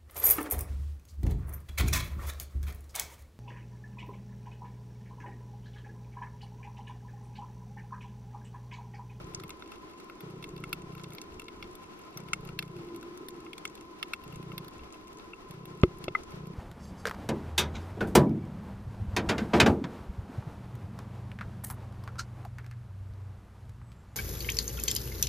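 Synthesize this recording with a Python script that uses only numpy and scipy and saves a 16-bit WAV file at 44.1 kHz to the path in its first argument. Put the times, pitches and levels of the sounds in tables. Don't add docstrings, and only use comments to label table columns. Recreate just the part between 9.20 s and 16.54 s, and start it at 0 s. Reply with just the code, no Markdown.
import sys
import numpy as np
from scipy import signal
from scipy.fft import rfft, irfft, next_fast_len
from scipy.io import wavfile
from scipy.ndimage import map_coordinates

SR = 44100
rng = np.random.default_rng(int(sys.argv[2]) if len(sys.argv) > 2 else 0)


def wrap_up_sound(samples):
    columns = np.atleast_2d(samples).T
    tamed = np.clip(columns, -1, 1)
    steps = np.round(tamed * 32767).astype(np.int16)
    wavfile.write(sys.argv[1], SR, steps)


N = 323683
TOP_HZ = 16000

# f/Hz, relative level/dB
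SLOSH_SPECTRUM = [(15, -3.5), (45, -1.5), (80, -0.5), (130, -9.5), (220, -12), (500, -44), (1000, -87)]
DRONE_SPECTRUM = [(60, -21.5), (150, -10.5), (210, -6.5), (270, -8), (320, -0.5), (360, 1), (400, -4),
                  (450, -7), (560, -25.5), (1000, -66)]
HISS_COMMON_SPECTRUM = [(30, -3), (250, 1.5), (600, 5.5), (850, 6), (1100, -6), (1280, 9), (1600, -3.5),
                        (2200, -3), (2700, -6), (3100, -7.5), (5500, -11), (8000, -20.5), (13000, -24.5),
                        (14200, -72)]
HISS_OPPOSED_SPECTRUM = [(30, -38), (120, 0.5), (330, 7), (700, 2), (1300, -1), (2600, -5.5), (3700, -8.5),
                         (6000, -14), (9000, -20.5), (13500, -15), (15200, -40), (16000, -56)]
# t/s, level/dB
SLOSH_ENVELOPE = [(0.0, -55), (0.8, -66.5), (1.27, -57.5), (1.68, -58), (2.3, -66), (2.86, -63),
                  (3.25, -55), (3.74, -63), (4.97, -65), (5.23, -56), (6.19, -65.5), (6.75, -54.5),
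                  (7.34, -55)]
# t/s, level/dB before DRONE_TRIM_DB
DRONE_ENVELOPE = [(0.0, -53), (0.94, -53), (1.31, -49.5), (1.58, -50.5), (1.75, -53.5), (2.2, -50.5),
                  (2.7, -54), (3.26, -53.5), (3.5, -53.5), (3.62, -47), (3.95, -49.5), (4.2, -50),
                  (4.5, -52.5), (4.95, -54.5), (5.25, -53), (5.91, -54), (6.97, -52.5), (7.34, -54)]
DRONE_TRIM_DB = 1.0
# t/s, peak level/dB, Gaussian spread/s
WATER_SHOVES = [(.04, -51, .04), (2.17, -54, .04), (2.44, -50, .05), (5.62, -51, .035)]
HISS_COMMON_DB, HISS_OPPOSED_DB = -58.5, -55
CAVITY_HZ, CAVITY_WIDTH_HZ, CAVITY_COMMON_DB, CAVITY_OPPOSED_DB = 1030.3, 41.3, -58, -60
BALANCE_DB = 0.8

# t/s, level/dB
HUM_ENVELOPE = [(3.45, -80), (3.56, -51), (3.65, -47), (3.8, -52), (3.95, -47), (4.05, -53), (4.18, -50),
                (4.3, -62), (4.5, -80)]
HUM_HZ, HUM_WAVER_HZ = 346, 7.27

# start t/s, end t/s
MOTOR_RUNS = [(.006, .25), (1.031, 1.94), (2.961, 3.61), (5.065, 5.48), (6.304, 6.91), (7.134, 7.335)]
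# t/s, level/dB before MOTOR_TRIM_DB
MOTOR_STRENGTH = [(.01, -37), (.08, -41), (.24, -36), (1.03, -36), (1.26, -38), (1.3, -47), (1.33, -34),
                  (1.46, -36.5), (1.5, -43), (1.53, -39), (1.7, -37.5), (1.73, -36), (1.86, -35.5),
                  (1.93, -38), (2.96, -35), (3.06, -36), (3.13, -39), (3.17, -35), (3.5, -35), (3.53, -47),
                  (3.57, -33), (3.6, -35.5), (5.07, -37), (5.1, -38), (5.13, -34), (5.4, -35.5),
                  (5.43, -43), (5.47, -36.5), (6.3, -35.5), (6.6, -39), (6.67, -36), (6.74, -44),
                  (6.82, -35), (6.9, -37), (7.13, -33), (7.17, -34.5), (7.33, -31.5)]
MOTOR_TRIM_DB = -2.5
FRAME_S = 1001 / 30000
STEP_SCATTER_DB, STEP_PITCH_SCATTER = 1.26, 0.037

# f/Hz, level/dB, t60/s, left over right/dB
HOUSING_MODES = [(374, 5.5, .058, .5), (455, 2.5, .034, 1), (572, -3, .022, 3), (810, -16, .014, 0),
                 (1190, -1, .0115, 4), (1335, 2, .016, 2), (1540, -16, .008, 2), (1780, -15, .008, 2),
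                 (2157, -5.5, .027, 2.5), (2340, -5, .013, -1), (2695, -1, .026, 2), (3400, -13, .038, 0),
                 (4500, -16, .011, 8)]

COLONY_RING_DB, COLONY_SPREAD_DB = -47.5, 6
COLONY_PING_DB, COLONY_RATTLE_MAX_DB, COLONY_CRACK_MAX_DB = -2, -9, -3

# t/s, ring level/dB, blow centre f/Hz, blow spread/octaves, time scale of the ring (pitch ratio),
# damping by the hand (ratio), twist level/dB, thud level/dB, rattle level/dB, knock f/Hz, knock level/dB
HOUSING_BUMPS = [(6.6345, -14, 760, 1.27, .97, 1, -16, 14.5, -21.5, 540, -19.5),
                 (6.8812, -21, 1500, 1.7, .995, 1.7, -33, -16, -27, 470, -20),
                 (6.9503, -6.5, 1760, .36, .95, .95, -24, -26, -39, 1750, -22.5),
                 (6.95273, -16, 1520, .5, .95, 1.1, -30, -47, -41, 1200, -27)]
# f/Hz, relative level/dB
THUD_SPECTRUM = [(15, -12), (40, 3.5), (80, 7.5), (130, 6.5), (190, 4.5), (250, 3.5), (330, 4.5),
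                 (500, -35), (680, -30.5), (850, -16), (1800, -26), (2600, -22), (3500, -27.5), (4200, -60),
                 (7000, -52), (12000, -71)]
TWIST_HZ, TWIST_OCTAVES = 2700, .55
KNOCK_RISE_CYCLES = 0.45

# t/s, ring level/dB, ring tilt/(dB/octave), second arrival delay/s,
# ping f/Hz, ping level/dB, common dry rattle level/dB, common bright crack level/dB
NEAR_SNAPS = [(0.137, -29, -1.0, 0.002, 2950.0, -40, -41, -41),
              (0.198, -22, -16.0, 0.0024, 4800, -33, -29, -38),
              (0.2355, -18.5, -4, 0.00238, 3700, -33, -28.5, -32.5),
              (0.293, -21, 1, 0.00244, 3700.0, -29, -36, -30),
              (0.304, -21, 8.0, 0.00048, 3830, -24, -27.0, -35),
              (0.4227, -18.5, -11, 0.002, 3660, -22, -37, -50.0),
              (0.5182, -21, -1, 0.00156, 2970.0, -29, -31.0, -38.5),
              (0.8975, -18, -10, 0.002, 2890.0, -32, -37, -42),
              (1.006, -25, -6, 0.002, 3500, -29, -32.5, -34),
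              (1.2254, -24, 1, 0.0015, 3680.0, -31, -28.5, -36.0),
              (1.2406, -16, -8, 0.00035, 3700, -20, -24, -33.5),
              (1.363, -34.0, 6.0, 0.00188, 3810.0, -34, -31.5, -40),
              (1.3786, -29, 12.0, 0.0034, 3680.0, -37, -36, -48),
              (1.4381, -9.5, 2, 0.0006, 3010.0, -27, -30, -33.5),
              (1.5285, -4, -8, 0.0012, 2930, -11, -14, -16),
              (1.7502, -22.5, -6, 0.0021, 2860.0, -33, -37, -40),
              (1.779, -27.0, -10, 0.0011, 3790.0, -29, -36, -42.0),
              (1.796, -27, 0.0, 0.0013, 3700.0, -32, -34, -47),
              (1.8405, -23, 17, 0.001, 3770, -24, -28, -45),
              (1.904, -34, -10.0, 0.00092, 3040.0, -40, -37, -38),
              (1.92, -26, -5.0, 0.00088, 3700.0, -36, -40.5, -43),
              (1.933, -39.0, 6.0, 0.00238, 3750.0, -35, -43, -31),
              (1.949, -37.0, 4.0, 0.00094, 4800, -29, -36, -34.0),
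              (1.9824, -23, 10, 0.00092, 2950.0, -26, -23, -41),
              (2.0148, -25.0, 5, 0.00146, 5500, -23, -31, -28.0),
              (2.196, -17.5, 24, 0.00176, 2780, -21, -31, -29.5),
              (2.218, -24, -3, 0.00066, 2890.0, -31, -34.5, -37),
              (2.2822, -18, 9.0, 0.00134, 3780, -22, -28.5, -39),
              (2.4254, -15, 10, 0.00058, 2950.0, -26, -22.5, -39),
              (2.441, -30.0, -6.0, 0.00174, 3790.0, -33, -35, -53),
              (2.552, -45.0, -6.0, 0.0024, 5880.0, -38, -35, -32.5),
              (2.9727, -22, -20, 0.00044, 5780, -14, -30.5, -26),
              (3.085, -24.5, 6, 0.00126, 2950.0, -29, -32.5, -39),
              (3.1323, 2, -15, 0.00044, 3040, -7, -15.5, -18.5),
              (3.25, -31, -6.0, 0.00162, 3750.0, -40, -39, -35.5),
              (3.2893, -19.5, -2, 0.00208, 2900, -24, -33.5, -39.5),
              (3.3895, -5, -3, 0.00031, 3050, -10, -10, -22.5),
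              (3.4251, -17, 0, 0.0013, 3530, -22, -24.5, -30.0),
              (3.7609, -36, 6.0, 0.0013, 3750.0, -36, -37.5, -30),
              (3.828, -22.5, -17, 0.0012, 3830.0, -30, -36.5, -38),
              (3.9742, -45.0, -6.0, 0.00206, 5880.0, -38, -40, -32.0),
              (4.0846, -37.0, 11.0, 0.0026, 3700, -24, -24.5, -25),
              (4.2642, -22, -1, 0.0024, 2920, -26, -49.5, -58.0),
              (4.3314, -16, 23, 0.0013, 3120, -17, -29, -33.5),
              (4.3796, -27, 14.0, 0.00092, 3750, -28, -25.5, -32),
              (4.4523, -7.0, 7, 0.00057, 3060, -11, -27, -25.5),
              (4.5524, -39, 10.0, 0.00284, 3620, -37, -33, -35),
              (4.576, -29.5, 8.0, 0.00075, 3850.0, -38, -34, -45.0),
              (4.797, -32.0, 6.0, 0.0013, 3700.0, -34, -38, -59),
              (4.8275, -8, -2, 0.001, 3010, -6, -14, -25.5),
              (4.9342, -2.5, -5, 0.00122, 3920, -14, -18, -23.5),
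              (5.037, -30, 16.0, 0.00254, 2950.0, -33, -34.5, -37),
              (5.125, -25.5, 5, 0.00062, 2910.0, -32, -48, -40.5),
              (5.227, -30, 1, 0.00202, 2950.0, -30, -36, -40),
              (5.3174, -19, -8, 0.001, 2970.0, -22, -37, -47.0),
              (5.379, -18.5, 6, 0.00046, 3850.0, -24, -18, -23.5),
              (5.445, -37, -13.0, 0.00298, 3760, -31, -32, -39.0),
              (5.481, -46.0, -17.0, 0.00298, 3830, -36, -31, -32.5),
              (5.592, -26, 0.0, 0.00256, 3800, -35, -41, -55.0),
              (5.74, -28.5, 2.0, 0.0019, 2930.0, -31, -39.5, -61.0),
              (5.996, -30.0, 6, 0.00162, 3800, -30, -37, -50),
              (6.1337, -14.0, 8, 0.00073, 2840, -23, -51, -60.0),
              (6.3088, -30.0, -6.0, 0.0026, 3450.0, -29, -35, -33.0),
              (6.4545, -29, 5.0, 0.0023, 3700.0, -36, -34.5, -33.5),
              (6.784, -47.0, -8.0, 0.00276, 3270.0, -45, -48, -38.5),
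              (6.8402, -21.5, 4.0, 0.001, 2950.0, -28, -25.5, -26)]
RING_HZ, RING_OCTAVES, RING_TOP_HZ = 2080, 0.71, 3170
RING_DAMPING = 1.19
DETOUR_DB = -2.5
PING_RISE_S, PING_DECAY_S = 0.0005, 0.0026
PING_COMMON_DB = -14
# f/Hz, relative level/dB
RATTLE_COMMON_SPECTRUM = [(500, -37), (1200, 7), (2400, 4), (3100, -5.5), (3400, 14.5), (3850, 1),
                          (4350, 9.5), (4900, 2.5), (5400, 6.5), (6300, -19), (9000, -43)]
RATTLE_OPPOSED_SPECTRUM = [(500, -21), (1500, -10), (2300, 1), (2750, -1), (3000, 10), (3350, 5),
                           (3680, 11), (4300, 4), (4900, -6), (6200, -4), (9000, -34)]
CRACK_COMMON_SPECTRUM = [(2500, -7), (6500, 4.5), (7900, 8), (8500, 2.5), (9900, 11), (10400, 7),
                         (11100, 9), (11700, 2), (12900, 15.5), (13900, -15), (16000, -13)]
CRACK_OPPOSED_SPECTRUM = [(2500, -10), (6200, 1), (7700, 2), (8300, -1), (9000, 5), (10900, -5), (11700, 2),
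                          (13000, -12), (13700, -7), (15000, 1), (16000, -48)]
NEAR_CRACK_TILT_DB, COLONY_CRACK_TILT_DB, CRACK_TILT_SCATTER_DB = 6, -2.5, 10
SMEAR_S = 0.0028


def amp(db):
    return 10 ** (np.asarray(db) / 20)


def unit(x):
    return x / np.sqrt(np.mean(x ** 2) + 1e-20)


def colour(points):
    f_hz, db = np.transpose(points)
    return lambda hz: amp(np.interp(np.log(hz + 1), np.log(f_hz), db))


def filtered(x, response):
    n = x.shape[-1]
    m = next_fast_len(n + SR // 4)
    spectrum = rfft(x, m) * response(np.fft.rfftfreq(m, 1 / SR))
    return irfft(spectrum, m)[..., :n]


def noise(response):
    return unit(filtered(rng.standard_normal(N), response))


def impulse(points, size=1024):
    cepstrum = irfft(np.log(colour(points)(np.fft.rfftfreq(size, 1 / SR))))
    cepstrum[1:size // 2] *= 2
    cepstrum[size // 2 + 1:] = 0
    h = irfft(np.exp(rfft(cepstrum)))
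    return h / np.linalg.norm(h)


def wobble(rate_hz):
    knots = rng.standard_normal(int(N * rate_hz / SR) + 4)
    return map_coordinates(knots, [np.arange(N) * rate_hz / SR])


def envelope(t, points):
    return np.interp(t, *np.transpose(points))


def stereo(common, opposed):
    return np.array([common + opposed, common - opposed])


def add(track, start_s, sound):
    i = max(0, round(start_s * SR))
    part = track[..., i:i + sound.shape[-1]]
    part += sound[..., :part.shape[-1]]


def housing(t, centre_hz, octaves, damping, tilt_db=0, top_hz=TOP_HZ):
    hz, db, t60_s, pan_db = np.transpose(HOUSING_MODES)[:, :, None]
    away_octaves = np.log2(hz / centre_hz)
    band = np.exp(-.5 * (away_octaves / octaves) ** 4)
    tilt = amp(tilt_db * np.clip(away_octaves, -1, .5))
    fed = band * tilt / np.hypot(1, (hz / top_hz) ** 12)
    scatter_db = rng.standard_normal(hz.shape)
    sign = (-1) ** np.arange(len(hz))[:, None]
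    decay = amp(db + scatter_db - 60 * damping * t / t60_s)
    modes = sign * fed * decay * np.sin(2 * np.pi * hz * t)
    left, right = (modes * amp(pan_db / 2)).sum(0), (modes * amp(-pan_db / 2)).sum(0)
    return np.array([left, right]) * (1 - np.exp(-t / 0.002))


def burst(t, tilt_db=0):
    decay = np.exp(-t / SMEAR_S) + 0.15 * np.exp(-t / 0.0063)
    paths = rng.standard_normal((2, len(t))) * (1 - np.exp(-t / 0.00058)) * decay
    paths /= np.linalg.norm(paths, axis=1, keepdims=True)
    hz = np.fft.rfftfreq(len(t), 1 / SR)
    treble_octaves = np.log2(np.clip(hz, 7000, 14000) / 10500)
    return irfft(rfft(paths) * amp(tilt_db * treble_octaves), len(t))


def walls(bursts, common, opposed, opposed_db):
    through = lambda x, points: signal.fftconvolve(x, impulse(points))[:N]
    return stereo(through(bursts[0], common), amp(opposed_db) * through(bursts[1], opposed))


def water():
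    t = np.arange(N) / SR
    shove = sum(amp(db) * np.exp(-.5 * ((t - s) / spread_s) ** 2) for s, db, spread_s in WATER_SHOVES)
    slosh_gain = amp(envelope(t, SLOSH_ENVELOPE) + 2.6 * wobble(5.3)) + shove
    slosh = slosh_gain * noise(colour(SLOSH_SPECTRUM))
    drone_gain = amp(envelope(t, DRONE_ENVELOPE) + DRONE_TRIM_DB + 0.15 * wobble(9.7))
    drone = drone_gain * noise(colour(DRONE_SPECTRUM))
    hiss_common = amp(HISS_COMMON_DB) * noise(colour(HISS_COMMON_SPECTRUM))
    hiss_opposed = amp(HISS_OPPOSED_DB) * noise(colour(HISS_OPPOSED_SPECTRUM))
    hiss = amp(1.8 * wobble(24)) * stereo(hiss_common, hiss_opposed)
    peak = lambda hz: 1 / (1 + ((hz - CAVITY_HZ) / CAVITY_WIDTH_HZ) ** 2)
    air = stereo(amp(CAVITY_COMMON_DB) * noise(peak), amp(CAVITY_OPPOSED_DB) * noise(peak))
    balance = amp([[BALANCE_DB], [-BALANCE_DB]])
    return slosh + drone + (hiss + air) * balance


def hum():
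    level_db = envelope(np.arange(N) / SR, HUM_ENVELOPE) + 0.92 * wobble(12)
    pitch_hz = HUM_HZ + HUM_WAVER_HZ * wobble(12)
    return amp(level_db) * unit(np.sin(2 * np.pi * np.cumsum(pitch_hz) / SR))


def motor(step_hz, length_s, jitter_s, mount_db):
    t, out = np.arange(SR // 20) / SR, np.zeros((2, N))
    swell = np.sin(np.pi * np.minimum(t / length_s, 1)) ** 2
    for start_s, end_s in MOTOR_RUNS:
        for s in np.arange(start_s, end_s, FRAME_S):
            late, size, phase_turns, pitch = rng.standard_normal(4)
            hz = step_hz * (1 + STEP_PITCH_SCATTER * pitch)
            shudder = swell * np.sin(2 * np.pi * (hz * t + phase_turns))
            gain = amp(envelope(s, MOTOR_STRENGTH) + MOTOR_TRIM_DB + STEP_SCATTER_DB * size)
            step_s = s + jitter_s * late
            add(out, step_s - .005, gain * shudder)
            add(out, step_s, gain * amp(mount_db) * housing(t, centre_hz=680, octaves=.8, damping=2))
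    return out


def colony(count=460):
    when, size, lean, detour, pitch, dry, bright = rng.random((count, 7)).T
    ring_db = COLONY_RING_DB - COLONY_SPREAD_DB * np.log(size + 0.05)
    ring_tilt_db = 24 * (lean - .5)
    ping_hz = 2900 + 2600 * pitch ** 2
    ping_db = ring_db + COLONY_PING_DB
    rattle_db = ring_db + COLONY_RATTLE_MAX_DB - 8 * dry
    crack_db = ring_db + COLONY_CRACK_MAX_DB - 19 * bright
    rows = [when * N / SR, ring_db, ring_tilt_db, 0.00294 * detour, ping_hz, ping_db, rattle_db, crack_db]
    return snaps(np.transpose(rows), COLONY_CRACK_TILT_DB)


def bumps():
    t = np.arange(SR // 6) / SR
    out, rattles = np.zeros((2, 2, N))
    thud = impulse(THUD_SPECTRUM, size=4096)
    for (s, ring_db, centre_hz, octaves, pitch, damping,
         twist_db, thud_db, rattle_db, knock_hz, knock_db) in HOUSING_BUMPS:
        rise = t * knock_hz / KNOCK_RISE_CYCLES
        knock = rise * np.exp(1 - rise) * np.sin(2 * np.pi * knock_hz * t)
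        add(out, s, amp(knock_db) * knock)
        add(out, s, amp(ring_db) * housing(pitch * t, centre_hz, octaves, damping))
        twist = housing(pitch * t, TWIST_HZ, TWIST_OCTAVES, damping=1.7, tilt_db=-15).mean(0)
        add(out, s, amp(twist_db) * stereo(0, twist))
        add(out, s, amp(thud_db) * thud)
        add(rattles, s, amp(rattle_db) * burst(t))
    return out + walls(rattles, RATTLE_COMMON_SPECTRUM, RATTLE_OPPOSED_SPECTRUM, opposed_db=8)


def snaps(rows, crack_tilt_db):
    t = np.arange(SR // 25) / SR
    hz = np.fft.rfftfreq(len(t), 1 / SR)
    rings, rattles, cracks = np.zeros((3, 2, N))
    for s, ring_db, ring_tilt_db, detour_s, ping_hz, ping_db, rattle_db, crack_db in rows:
        ring = housing(t, RING_HZ, RING_OCTAVES, RING_DAMPING, ring_tilt_db, RING_TOP_HZ)
        arrivals = 1 + amp(DETOUR_DB) * np.exp(-2j * np.pi * hz * detour_s)
        ring = irfft(rfft(ring) * arrivals, len(t))
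        add(rings, s, amp(ring_db) * ring / np.linalg.norm(ring))
        ping = np.sin(2 * np.pi * ping_hz * t) * np.exp(-t / PING_DECAY_S) * (1 - np.exp(-t / PING_RISE_S))
        ping = stereo(amp(PING_COMMON_DB) * ping, ping)
        add(rings, s, amp(ping_db) * ping / np.linalg.norm(ping))
        add(rattles, s, amp(rattle_db) * burst(t))
        tilt_db = crack_tilt_db + CRACK_TILT_SCATTER_DB * rng.standard_normal()
        add(cracks, s, amp(crack_db) * burst(t, tilt_db))
    rattle = walls(rattles, RATTLE_COMMON_SPECTRUM, RATTLE_OPPOSED_SPECTRUM, opposed_db=1.0)
    crack = walls(cracks, CRACK_COMMON_SPECTRUM, CRACK_OPPOSED_SPECTRUM, opposed_db=7.0)
    return rings + rattle + crack


def scene():
    camera = motor(step_hz=154.3, length_s=0.025, jitter_s=0.00229, mount_db=-1.0) + bumps()
    shrimp = colony() + snaps(NEAR_SNAPS, NEAR_CRACK_TILT_DB)
    return water() + hum() + camera + shrimp


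def record(dry):
    return filtered(dry, lambda hz: hz < TOP_HZ)


dry = scene()
out = record(dry)
wrap_up_sound(out)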